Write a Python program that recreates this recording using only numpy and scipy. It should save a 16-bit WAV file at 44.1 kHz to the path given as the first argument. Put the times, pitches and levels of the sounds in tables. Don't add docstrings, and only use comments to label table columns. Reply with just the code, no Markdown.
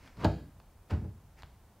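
import sys
import numpy as np
from scipy import signal
from scipy.fft import rfft, irfft
from scipy.io import wavfile

SR = 44100
rng = np.random.default_rng(int(sys.argv[2]) if len(sys.argv) > 2 else 0)


def waveform_to_disk(signal):
    frames = np.transpose(np.atleast_2d(signal))
    scaled = np.clip(frames, -1, 1) * 32767
    samples = np.round(scaled).astype(np.int16)
    wavfile.write(sys.argv[1], SR, samples)


N = 79380
TIME_S = np.arange(N) / SR
FREQS_HZ = np.fft.rfftfreq(N, 1 / SR)


def undb(db):
    return 10 ** (np.asarray(db) / 20)


def unit(x):
    return x / np.sqrt(np.mean(x ** 2))


def lookup(points, hz):
    point_hz, values = np.array(points, float).T
    return np.interp(np.log(np.maximum(hz, 1)), np.log(point_hz), values)


def noise(colour):
    spectrum = rfft(rng.standard_normal(N))
    return unit(irfft(spectrum * undb(lookup(colour, FREQS_HZ)), N))


def fade(start_s, t60_s):
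    age_s = TIME_S - start_s
    return (age_s >= 0) * np.exp(-np.log(1000) * np.maximum(age_s, 0) / t60_s)


def soften(x, cutoff_hz):
    p = np.exp(-2 * np.pi * cutoff_hz / SR)
    return signal.lfilter([(1 - p) ** 2], [1, -2 * p, p * p], x)


def snap(colour):
    cepstrum = irfft(np.log(undb(lookup(colour, FREQS_HZ))), N)
    one_sided = 2 * cepstrum * (np.arange(N) < N // 2)
    return irfft(np.exp(rfft(one_sided)), N)


# f/Hz, t60/s, then relative level/dB when struck at each of the three SPOTS
TABLE_MODES = [(63.9, 0.36, -2, 0, -23), (74, 0.11, 0.5, 11, -20), (95.9, 0.22, 3, -38, 10.5),
               (130.9, 0.43, -12, -19, -12), (149.5, 0.43, -9, -5.5, -35), (191, 0.14, -2, -4.5, 4.5),
               (227.3, 0.18, -6.5, -20, -0.5), (280, 0.037, 4, -37, -8), (328, 0.12, -9, -37, -20),
               (416.7, 0.21, -6, -31, -6), (437.6, 0.28, -40, -11.5, -15.5), (589, 0.18, -4.5, -11, -9),
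               (651, 0.21, -8, -25, -24), (687, 0.23, -12, -14, -17), (779, 0.29, -18.5, -16, -29),
               (861, 0.079, -5, -28, 0), (907, 0.054, -4, -34, -21)]
SPOTS = ("knock", "thump", "settle")
# t/s, relative level/dB, contact cut-off f/Hz, spot
BLOWS = [(0.169, -50, 593, "knock"), (0.185, -39, 131, "knock"), (0.2351, -36.5, 1286, "knock"),
         (0.2483, -22.5, 1560, "knock"), (.911, -38, 730, "thump"), (.9175, -29.5, 217, "thump"),
         (0.9276, -27, 180, "thump"), (0.9401, -29.5, 280, "thump"), (0.973, -40.5, 317, "settle"),
         (1.018, -41.5, 340, "settle"), (1.043, -43, 596, "settle"), (1.075, -47.5, 222, "settle"),
         (1.433, -44.5, 128, "thump")]
# f/Hz, relative level/dB per Hz
BOARD_COLOUR = [(60, -19), (140, -11), (270, 4), (480, -2.5), (640, -4), (780, 0), (920, 1.5), (1060, -11),
                (1400, -8.5), (1700, -7), (1900, -41), (5000, -28.5)]
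BOARDS_DB, BOARDS_T60_S = -0.5, 0.13
THUD_DB = 6.5
RADIATES_HZ = 48


def table():
    out = np.zeros(N)
    thud = snap(BOARD_COLOUR)
    thud = undb(THUD_DB) * thud / np.abs(thud).max()
    modes = []
    for k, (hz, t60_s, *levels_db) in enumerate(TABLE_MODES):
        direction = (-1) ** k
        wave = direction * np.sin(2 * np.pi * hz * TIME_S) * fade(0, t60_s)
        modes.append((wave, levels_db))
    for start_s, db, contact_hz, spot in BLOWS:
        column = SPOTS.index(spot)
        ring = sum(undb(levels_db[column]) * wave for wave, levels_db in modes)
        boards = undb(BOARDS_DB) * noise(BOARD_COLOUR) * fade(0, BOARDS_T60_S)
        blow = soften(ring + thud + boards, contact_hz)
        out += undb(db) * np.interp(TIME_S - start_s, TIME_S, blow, left=0)
    high_pass = signal.butter(2, RADIATES_HZ, "high", fs=SR, output="sos")
    return signal.sosfilt(high_pass, out)


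# t/s, snap peak level/dB, rattle starting level/dB, rattle t60/s, brightness cut-off f/Hz
CLICKS = [(0.0754, -60, -52, 0.024, 3130), (0.1702, -56, -55.5, 0.053, 3000),
          (0.2457, -23.5, -35.5, 0.056, 6800), (0.2495, -24, -36.5, 0.05, 5550),
          (.601, -48, -55, 0.027, 2000), (0.9093, -36, -50, 0.023, 3800),
          (0.9363, -46, -48.5, 0.0097, 2800), (1.4225, -39, -52.5, 0.015, 5030),
          (1.4333, -34, -50.5, 0.016, 2500)]
# f/Hz, relative level/dB per Hz
CLICK_COLOUR = [(300, -13), (1000, 2), (1500, -4), (2200, -8), (2800, -3), (3500, -3), (4600, 0),
                (5900, -18.5), (6900, -8), (8000, -18.5), (10500, -29.5), (12500, -14), (15500, -15)]


def clicks():
    pulse, out = snap(CLICK_COLOUR), np.zeros(N)
    for start_s, snap_db, rattle_db, t60_s, cutoff_hz in CLICKS:
        edge = soften(pulse, cutoff_hz)
        edge = edge / np.abs(edge).max()
        out += undb(snap_db) * np.roll(edge, round(start_s * SR)) * (TIME_S >= start_s)
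        rattle = unit(soften(noise(CLICK_COLOUR), cutoff_hz))
        out += undb(rattle_db) * rattle * fade(start_s, t60_s)
    return out


GRAIN_HZ, GRAIN_DB = 506, -1


def friction(strokes, colour):
    effort = np.zeros(N)
    for peak_s, db, rise_s, fall_s in strokes:
        away = np.maximum((peak_s - TIME_S) / rise_s, (TIME_S - peak_s) / fall_s)
        effort += undb(db - 20 * away)
    grip = np.interp(TIME_S * GRAIN_HZ, np.arange(N), rng.standard_normal(N))
    catches = undb(GRAIN_DB * grip)
    return effort * unit(catches * noise(colour))


# peak t/s, level/dB at the peak, rise t/s per 20 dB, fall t/s per 20 dB
SCUFFS = [(.205, -56.5, .04, .05), (.237, -37.5, 0.044, 0.065), (.908, -41, 0.013, 0.085),
          (.936, -56.5, 0.0069, 0.047), (1.045, -72, 0.01, 0.049)]
# f/Hz, relative level/dB per Hz
SCUFF_COLOUR = [(80, -2), (170, 7), (500, -2), (1000, -1), (2200, -13), (4500, -23.5), (7000, -34.5),
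                (15000, -48)]


def scuffs():
    return friction(SCUFFS, SCUFF_COLOUR)


# peak t/s, level/dB at the peak, rise t/s per 20 dB, fall t/s per 20 dB
RUSTLES = [(.065, -57.5, 0.2, 0.12), (.208, -53.5, 0.043, 0.059), (.262, -55, 0.027, 0.048),
           (.905, -48, 0.013, 0.041), (1.388, -57, 0.031, 0.095)]
# f/Hz, relative level/dB per Hz
RUSTLE_COLOUR = [(150, 13), (400, 7), (1200, 2.5), (2200, 5.5), (3500, -7.5), (5000, -3), (8000, -14.5),
                 (15000, -24.5)]


def rustles():
    return friction(RUSTLES, RUSTLE_COLOUR)


# f/Hz, t60/s
ROOM_T60 = [(100, 0.7), (400, 0.41), (1000, 0.3), (2000, .5), (4000, 0.447), (8000, 0.65), (14000, 3.1)]
# f/Hz, relative level/dB per Hz
ROOM_COLOUR = [(60, -14), (130, -4), (300, -1.5), (800, -5), (2200, -3), (4000, -3), (8000, -4.5),
               (15000, -11)]
ROOM_DB, ROOM_DELAY_S = -8.5, 0.0079


def room(x):
    echoes, tail = rfft(noise(ROOM_COLOUR)), np.zeros(N)
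    for centre_hz in 31.25 * 2. ** np.arange(10):
        octaves_away = np.abs(np.log2(np.maximum(FREQS_HZ, 1) / centre_hz))
        share = np.maximum(1 - octaves_away, 0)
        tail += irfft(echoes * share, N) * fade(ROOM_DELAY_S, lookup(ROOM_T60, centre_hz))
    tail = tail / np.sqrt(np.sum(tail ** 2))
    return undb(ROOM_DB) * signal.fftconvolve(x, tail)[:N]


# f/Hz, relative level/dB per Hz
AIR_COLOUR = [(20, -13), (35, -2), (55, -1.5), (100, -4.5), (140, -12.5), (250, -18), (450, -23),
              (900, -22.5), (2000, -34.5), (4000, -40.5), (8000, -44.5), (15000, -51)]
# f/Hz, relative level/dB per Hz
HISS_COLOUR = [(30, -1), (140, -4), (450, 0), (800, -7), (2400, -5.5), (15000, -0.5)]
AIR_DB, HISS_DB = -58.5, -72.5


def air():
    rumble = undb(AIR_DB) * noise(AIR_COLOUR)
    hiss = undb(HISS_DB) * np.array([noise(HISS_COLOUR), noise(HISS_COLOUR)])
    return rumble + hiss


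def scene():
    near = table() + clicks() + scuffs() + rustles()
    return near + room(near) + air()


TOP_HZ = 15650


def record(dry):
    low_pass = signal.ellip(10, .1, 80, TOP_HZ, fs=SR, output="sos")
    return signal.sosfilt(low_pass, dry)


dry = scene()
out = record(dry)
waveform_to_disk(out)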